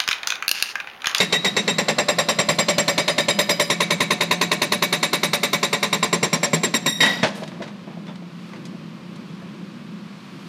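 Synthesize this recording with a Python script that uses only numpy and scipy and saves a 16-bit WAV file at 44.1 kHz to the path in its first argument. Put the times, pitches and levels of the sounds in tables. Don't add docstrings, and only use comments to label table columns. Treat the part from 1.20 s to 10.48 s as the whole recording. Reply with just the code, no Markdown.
import sys
import numpy as np
from scipy import signal
from scipy.fft import rfft, irfft, next_fast_len
from scipy.io import wavfile
from scipy.ndimage import uniform_filter1d

SR = 44100
rng = np.random.default_rng(int(sys.argv[2]) if len(sys.argv) > 2 else 0)


def int16_out(signal):
    q = np.round(np.clip(np.atleast_2d(signal).T, -1, 1) * 32767)
    wavfile.write(sys.argv[1], SR, q.astype(np.int16))


N = 409248
AGE = np.arange(SR // 3) / SR
DIES_OUT = np.minimum((1 - AGE / AGE[-1]) * 3, 1)
LOUD_PART = 1985

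# pitch_hz, level_db, width_hz
ENGINE_TONES = [(83.4, -42, 4), (165, -3, 9), (175.7, -0.5, 8), (199.7, -2, 6.4), (210.5, -3.5, 7),
                (237.6, -6.5, 9), (253, -23, 7)]
# pitch_hz, level_db
RUMBLE_COLOUR = [(20, -12), (60, -27), (100, -11.5), (150, 4.5), (200, 3.5), (270, -2), (350, -0.5),
                 (410, -10.5), (560, -10), (750, -31), (1200, -51)]
FAN_COLOUR = [(300, -21), (650, -1), (850, -1.5), (1100, 4), (1400, -1.5), (2000, -4), (2500, -2.5),
              (3000, -5), (4500, -8.5), (6500, -18.5), (10000, -27), (15000, -36)]
# time_s, level_db
ENGINE_LEVEL = [(0, -34.5), (3, -34), (5.5, -35.5), (6.2, -36.5), (6.9, -37), (7.05, -39), (7.25, -39.5),
                (7.42, -34), (7.6, -37), (8.1, -36), (8.6, -37), (8.95, -39.5), (9.2, -37)]
FAN_LEVEL = [(0, -40.5), (6.6, -48), (7.05, -49), (7.25, -46), (7.7, -47.5), (8.1, -46.5), (8.7, -47.5),
             (9.0, -46.5), (9.28, -46.5)]
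OIL_LEVEL = [(0, -51), (6.9, -76), (7.3, -54), (7.4, -78), (8.7, -64), (9.05, -58), (9.28, -52)]
# pitch_hz, fade_s
ECHO_FADE = [(150, 1), (600, 0.91), (2000, 0.63), (5000, 0.85), (12000, 0.41)]

# start_s, level_db, brightness_db_per_octave, fade_s
STONE_HITS = [(5.825, -14, 3, 0.33), (5.86, -19, 2, 0.26), (5.909, -29, 3, 0.72), (6.029, -11, 2, 0.11),
              (6.038, -13.5, 0.5, 0.17), (6.068, -29, 5.5, 0.21), (6.15, -44, 20, 0.41),
              (6.172, -36, -1, .23), (6.221, -26, -3, 0.044), (6.233, -30, 3.5, 0.022),
              (6.275, -39, 7, 0.027), (6.315, -39.5, 0, 0.48), (6.402, -28, -9, 0.33),
              (6.418, -30.5, 2, 0.2), (6.475, -36, 2, 0.14), (6.673, -38, -3, 0.8),
              (6.88, -36.5, -0.5, 0.25), (6.955, -41.5, 5, 0.047), (7.333, -36.5, 0.5, .1),
              (7.452, -40, 10, .1), (7.535, -40, -8, .073), (7.957, -46, 10, .06), (8.22, -39, -5, .054)]
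# pitch_hz, level_db
CRUNCH_COLOUR = [(40, -52), (100, -9), (200, 7.5), (380, -5.5), (550, 1), (720, -1.5), (1000, 0),
                 (1280, -9), (1750, -5), (2500, -10), (3800, -13.5), (6400, -25), (10000, -40.5),
                 (15000, -64)]
# pitch_hz, level_db, fade_s
BLOCK_TONES = [(555, -3, 0.33), (648, 9.5, 0.12), (790, -14, 0.055), (995, -20, 0.039)]
# start_s, pitch_hz, level_db
SLAB_HITS = [(6.878, 3500, -37), (7.333, 2080, -35)]

# time_s, blows_per_s
PISTON_PACE = [(0.0, 8.126), (0.25, 8.362), (0.58, 9.972), (1.09, 9.899), (1.48, 10.306), (2.08, 9.592),
               (2.5, 9.628), (2.7, 10.151), (2.8, 9.802), (3.72, 9.713), (4.23, 10.127), (5.33, 9.846),
               (5.43, 9.454), (5.66, 6.945)]
# time_s, airborne_s, ring_left_db, depth_0_to_1
CHISEL_SEAT = [(0, 0.049, -14.5, 0.5), (.48, 0.033, -12, 0.56), (.6, 0.025, -18, 0.06),
               (2.4, 0.029, -12.5, 0.04), (2.5, 0.034, -34, 0.86), (4.6, 0.023, -19, 1),
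               (5.44, 0.023, -40, 0.08), (5.54, 0.03, -28, 0.6), (5.66, 0.063, -0.5, 0.72),
               (5.8, 0.03, 0, 0.8)]
# pitch_hz, shallow_db, deep_db, fade_s
MAIN_TONES = [(3763, 0, 0, .5), (3735, -8, -9, .25), (3800, -12, -12, .3)]
MIDDLE_OVERTONES = [(5616, -8, 1, .5), (5740, -17, -7, .2), (7544, 0, 0, .33), (7600, -13, -13, .25)]
TOP_OVERTONES = [(9436, 0, 0, .36), (9540, -10, -8, .25), (10700, -22, -20, .4), (11168, -12, -4, .4),
                 (11795, -18, -17, .4), (12803, -8, -4, .4), (13600, -24, -24, .5), (14375, -10, -8, .5),
                 (15267, -28, -28, .3)]
CLANG_TONES = [(1925, 0, 0, .4), (1950, -1, -4, .3), (2138, 1, -11, .3), (2290, -2, -20, .3),
               (2664, -10, -8, .3), (3080, -1, -17, .33), (4880, -18, -13, .5)]
LANDING_TONES = [(2270, -25, -23, .2), (3010, -30, -46, .2), (3880, -40, -28, .2), (4945, -24, -48, .22)]
BODY_TONES = [(165.9, -13, -18, 0.36), (248, -27, -6.5, 0.11), (437, -16, -11, 0.13),
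              (561.7, -11.5, -14.5, 0.25), (585.4, -3.5, -12.5, 0.2), (722, -19, -19, 0.51),
              (999, -6, 2.5, 0.061), (1060, -4, 2, 0.053), (1690, -31, -32, 0.28), (1795, -7, -12, 0.25),
              (2073, -5, -13, 0.14), (2224, -23, -13.5, 0.095), (2930, -19, -30, .08),
              (3230, -13, -30, .08), (3990, -10, -10, .14), (2684, -4, -4, 0.094), (4840, -10, -13.5, 0.2),
              (6174, -15.5, -10.5, 0.19), (7340, -17, -11, 0.18), (8360, -37, -22.5, .28)]
# pitch_hz, level_db
THUD_COLOUR = [(20, -22), (60, -37), (100, -17), (140, -10.5), (200, 0.5), (320, -8), (430, -4), (600, -22),
               (1200, -65)]
SHALLOW_KNOCK_COLOUR = [(250, -25), (490, -3.5), (585, 0.5), (680, -6), (780, -8), (900, -9), (1050, -6.5),
                        (1200, -11.5), (1450, -23), (3000, -60)]
DEEP_KNOCK_COLOUR = [(250, -23), (440, -3.5), (590, -2), (680, -6), (830, -9), (1030, 0), (1250, -13),
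                     (1600, -16), (3000, -46)]
CRACK_COLOUR = [(700, -14), (1500, -2.5), (1850, -20), (2100, 11), (2600, -8.5), (3200, -7.5), (3700, -4),
                (4150, 3.5), (4800, -8.5), (6400, -12.5), (8500, -22.5), (10500, -26), (15000, -56)]
CLASH_COLOUR = [(800, -27), (1500, -7), (1850, 2), (2250, -2.5), (2650, 0), (3100, -11.5), (3550, -2.5),
                (4050, -2), (4450, -10.5), (5200, -11), (7300, -14.5), (8600, -21.5), (10200, -25.5),
                (15000, -50)]
# time_s, level_db
ARM_THUD_LEVEL = [(0.0, -26.5), (4.63, -29), (5.03, -20), (5.23, -25), (5.33, -21), (5.8, -25.5)]
ROCK_KNOCK_LEVEL = [(0, -24), (.35, -25), (.8, -20), (2.4, -22), (2.5, -24), (4.5, -24.5), (5.03, -22),
                    (5.7, -27)]
HOUSING_CLASH_LEVEL = [(0, -19), (.2, -23), (2.2, -21.5), (3.8, -21.5), (5.8, -24)]
MAIN_RING_LEVEL = [(0.0, -21), (0.48, -25), (0.58, -44), (0.98, -27), (1.58, -38), (1.98, -24), (3.52, -29),
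                   (3.72, -26.5), (4.73, -27.5), (5.23, -37.5), (5.8, -16.5)]
MIDDLE_RING_LEVEL = [(0.0, -34), (1.58, -26), (1.88, -37), (2.08, -29), (2.5, -30), (2.6, -51),
                     (4.23, -34.5), (4.33, -33.5), (4.53, -34), (5.13, -25), (5.8, -27)]
TOP_RING_LEVEL = [(0, -39), (.58, -43), (.98, -35.5), (1.98, -36), (2.2, -30.5), (2.7, -35), (3.3, -35),
                  (3.45, -32.5), (4.13, -31), (4.43, -36), (5.8, -33)]
LOOSE_CLANG_LEVEL = [(0, -22.5), (.37, -26), (.6, -30.5), (4.5, -34.5), (5.1, -34.5), (5.66, -28.5),
                     (5.8, -15.5)]
LANDING_RING_LEVEL = [(.6, -8), (1.3, 4.5), (2.4, 6), (4.2, 1), (5, -7)]


def amp(db):
    return 10 ** (np.asarray(db) / 20)


def evened(x, size=None):
    return x / np.sqrt(np.mean(x[:size] ** 2) + 1e-20)


def at_pitch(table, hz):
    pitches, values = np.transpose(table)
    return np.interp(np.log(hz + 1), np.log(pitches + 1), values)


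def at_time(table, time_s):
    return np.interp(time_s, *np.transpose(table))


def level(table):
    return amp(at_time(table, np.arange(N) / SR))


def add(mix, start_s, sound):
    part = mix[max(round(start_s * SR), 0):][:len(sound)]
    part += sound[:len(part)]


def high_pass(x, hz, order):
    return signal.sosfilt(signal.butter(order, hz, "highpass", fs=SR, output="sos"), x)


def coloured(noise, colour, tilt_db=0):
    size = next_fast_len(len(noise))
    hz = np.fft.rfftfreq(size, 1 / SR)
    gain = amp(at_pitch(colour, hz) + tilt_db * np.log2(np.maximum(hz, 500) / 500))
    return evened(irfft(rfft(noise, size) * gain, size)[:len(noise)])


def burst(rise_s, hold_s, fade_s, delay_s=0):
    t = AGE - delay_s
    return np.clip(t / rise_s, 0, 1) ** 2 * amp(-60 * np.maximum(t - hold_s, 0) / fade_s)


def waver(count, width_hz):
    points = rng.standard_normal((count, len(AGE) // 100 + 2, 2)) @ [.87, .87j]
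    return np.array([np.interp(AGE * width_hz, np.arange(len(row)), row) for row in points])


def ring(tones, depth, rough, width_hz, lift_hz=0):
    hz, shallow_db, deep_db, fade_s = np.transpose(tones)[:, :, None]
    db = shallow_db + depth * (deep_db - shallow_db)
    db += 2 * rng.standard_normal(hz.shape)
    flutter = np.sqrt(1 - rough ** 2) + rough * waver(len(tones), width_hz)
    turns = hz * AGE + np.cumsum(lift_hz * np.ones(len(AGE))) / SR
    return (amp(db - 60 * AGE / fade_s) * (flutter * np.exp(2j * np.pi * turns)).imag).sum(0)


def diesel():
    t, hum = np.arange(N) / SR, np.zeros(N)
    for hz, db, width_hz in ENGINE_TONES:
        sway_times = np.arange(0, 10, 1 / width_hz)
        points = rng.standard_normal((1024, 2))[:len(sway_times)] @ [1, 1j]
        sway = np.interp(t, sway_times, points)
        hum += amp(db) * evened((sway * np.exp(2j * np.pi * hz * t)).real)
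    rumble = coloured(rng.standard_normal(N), RUMBLE_COLOUR)
    return level(ENGINE_LEVEL) * (amp(-1) * evened(hum) + amp(-3.5) * rumble)


def fan_and_oil(throb=0.047, firing_hz=41):
    pulse = 1 + throb * np.sin(2 * np.pi * firing_hz * np.arange(N) / SR)
    fan = level(FAN_LEVEL) * coloured(rng.standard_normal(N), FAN_COLOUR)
    oil = level(OIL_LEVEL) * coloured(rng.standard_normal(N), FAN_COLOUR, tilt_db=4)
    return pulse * (fan + oil)


def quarry_echo(sound, build_s=0.12):
    echoes = rng.standard_normal(SR) * (rng.random(SR) < .05)
    echoes *= np.minimum(np.arange(SR) / SR / build_s, 1)
    hz, t, bands = signal.stft(echoes, SR, nperseg=256)
    fade = amp(-60 * t / at_pitch(ECHO_FADE, hz)[:, None])
    tail = signal.istft(bands * fade, SR, nperseg=256)[1]
    return signal.fftconvolve(sound, tail / np.linalg.norm(tail))[:N]


def rubble(count=7, from_s=6.15, to_s=7.45, fade_s=.08):
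    return [(from_s + when * (to_s - from_s), -43 + 4 * size, 6 - 18 * dullness, fade_s)
            for when, size, dullness in rng.random((count, 3))]


def slabs(fade_s=0.12):
    out = np.zeros(N)
    for start_s, hz, db in SLAB_HITS:
        chink = ring([(hz, db, db, fade_s)], depth=0, rough=1, width_hz=210)
        add(out, start_s, chink * np.minimum(AGE / .003, 1))
    return out


def stones():
    out = np.zeros(N)
    hz, tone_db, tone_fade_s = np.transpose(BLOCK_TONES)[:, :, None]
    for start_s, db, bright_db, fade_s in STONE_HITS + rubble():
        noise, grit = rng.standard_normal((2, len(AGE)))
        shape = burst(0.0016, 0.0052, fade_s)
        contacts = noise * amp(2.5 * evened(uniform_filter1d(grit, size=70))) * shape
        crunch = np.sqrt(np.mean(shape ** 2)) * coloured(contacts, CRUNCH_COLOUR, bright_db)
        pitch_hz = hz * (1 + 0.043 * rng.standard_normal(hz.shape))
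        tones = amp(tone_db - 60 * AGE / tone_fade_s) * np.sin(2 * np.pi * pitch_hz * AGE)
        knock = amp(-9 - 5.6 * max(bright_db, 0)) * tones.sum(0) * np.minimum(AGE / .003, 1)
        add(out, start_s, amp(db) * (amp(-1.5) * crunch + knock) * DIES_OUT)
    return out


def blow_times(start_s=.001, stop_s=5.85):
    times = [start_s]
    while times[-1] < stop_s:
        times.append(times[-1] + 1 / at_time(PISTON_PACE, times[-1]))
    return np.array(times[:-1])


def shaking(times, fresh, drift_s):
    anchors_s = np.linspace(0, times[-1], num=8)
    likeness = np.exp(-((times[:, None] - anchors_s) / drift_s) ** 2)
    likeness /= np.linalg.norm(likeness, axis=1)[:, None]
    shared = likeness @ rng.standard_normal((len(anchors_s), len(AGE)))
    return shared + fresh * rng.standard_normal(shared.shape)


def slapback(knock, depth, delay_s=.00685):
    return knock + depth * amp(-12) * np.pad(knock, (round(delay_s * SR), 0))[:len(knock)]


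def housing_and_boulder(thud_db, knock_db, clash_db, depth):
    push = [(200, thud_db + 6.5), (600, knock_db), (1800, clash_db - 3)]
    tones = [(hz, shallow_db + at_pitch(push, hz), deep_db + at_pitch(push, hz), fade_s)
             for hz, shallow_db, deep_db, fade_s in BODY_TONES]
    return amp(5.5) * ring(tones, depth, rough=0.63, width_hz=45.3) * np.minimum(AGE / 0.0044, 1)


def chisel(levels_db, airborne_s, ring_left_db, depth, settle_s=0.023):
    main_db, middle_db, top_db, clang_db, landing_db = levels_db
    left = amp(ring_left_db)
    cut_short = burst(0.003, airborne_s, 0.036, delay_s=0.00082)
    damping = (1 - left) * cut_short + left * np.minimum(AGE / 0.0049, 1)
    lift_hz = 89.5 * (1 - left) * np.minimum(AGE / (airborne_s + settle_s), 1) ** 3
    parts = [(main_db, ring(MAIN_TONES, depth, rough=0.77, width_hz=71, lift_hz=lift_hz)),
             (middle_db + 1.8, ring(MIDDLE_OVERTONES, depth, rough=0.55, width_hz=130)),
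             (top_db - 0.2, ring(TOP_OVERTONES, depth, rough=0.8, width_hz=137)),
             (clang_db, ring(CLANG_TONES, depth, rough=0.99, width_hz=103, lift_hz=lift_hz))]
    ringing = sum(amp(db) * evened(tones * damping, LOUD_PART) for db, tones in parts)
    landing = amp(landing_db) * ring(LANDING_TONES, depth, rough=0.81, width_hz=70)
    return ringing + landing * np.minimum(AGE / airborne_s, 1) ** 2


def hammer(thud_spread_db=1, ring_spread_db=0.6):
    out = np.zeros(N)
    times = blow_times()
    lows = shaking(times, fresh=.5, drift_s=1)
    mids = shaking(times, fresh=.35, drift_s=.8)
    highs = shaking(times, fresh=.42, drift_s=.6)
    seat_times, *seat_columns = np.transpose(CHISEL_SEAT)
    ring_levels = (MAIN_RING_LEVEL, MIDDLE_RING_LEVEL, TOP_RING_LEVEL,
                   LOOSE_CLANG_LEVEL, LANDING_RING_LEVEL)
    for start_s, low, mid, high in zip(times, lows, mids, highs):
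        thud_db = at_time(ARM_THUD_LEVEL, start_s) - 0.65 + thud_spread_db * rng.standard_normal()
        knock_db = at_time(ROCK_KNOCK_LEVEL, start_s)
        clash_db = at_time(HOUSING_CLASH_LEVEL, start_s)
        ring_db = [at_time(table, start_s) + ring_spread_db * rng.standard_normal()
                   for table in ring_levels]
        airborne_s, ring_left_db, depth = (np.interp(start_s, seat_times, c) for c in seat_columns)

        thud_shape = burst(0.0082, 0.01, 0.012) + amp(-8) * burst(0.0021, 0.034, 0.093)
        thud = high_pass(coloured(low, THUD_COLOUR) * thud_shape, 145, order=3)
        rock = (1 - depth) * coloured(mid, SHALLOW_KNOCK_COLOUR)
        rock += depth * coloured(mid, DEEP_KNOCK_COLOUR)
        knock = slapback(rock * burst(0.0011, 0.022, 0.11), depth)
        crack = coloured(high, CRACK_COLOUR) * burst(0.0011, 0.0048, 0.025)
        clash = coloured(high[::-1], CLASH_COLOUR) * burst(0.00094, 0.012, 0.17, delay_s=0.0026)
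        parts = [(thud_db - 2, thud), (knock_db - 2.5, knock),
                 (clash_db - 3.5, crack), (clash_db - 2.5, clash)]

        blow = sum(amp(db) * evened(noise, LOUD_PART) for db, noise in parts)
        blow += housing_and_boulder(thud_db, knock_db, clash_db, depth)
        blow += chisel(ring_db, airborne_s, ring_left_db, depth)
        add(out, start_s, blow * DIES_OUT)
        jolt = amp(knock_db - 2) * rock[::-1] * burst(0.003, 0.0064, 0.043)
        add(out, start_s - .004, jolt)
    return out


def scene():
    hits = hammer() + stones() + slabs()
    return (hits + amp(-20) * quarry_echo(hits) + diesel() + fan_and_oil())[None]


def record(dry, low_cut_hz=60, high_cut_hz=15200):
    rounded = np.tanh(high_pass(dry, low_cut_hz, order=2))
    treble_cut = signal.firwin(401, high_cut_hz, window=("kaiser", 8), fs=SR)
    return signal.oaconvolve(rounded, treble_cut[None], "same")


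dry = scene()
out = record(dry)
int16_out(out)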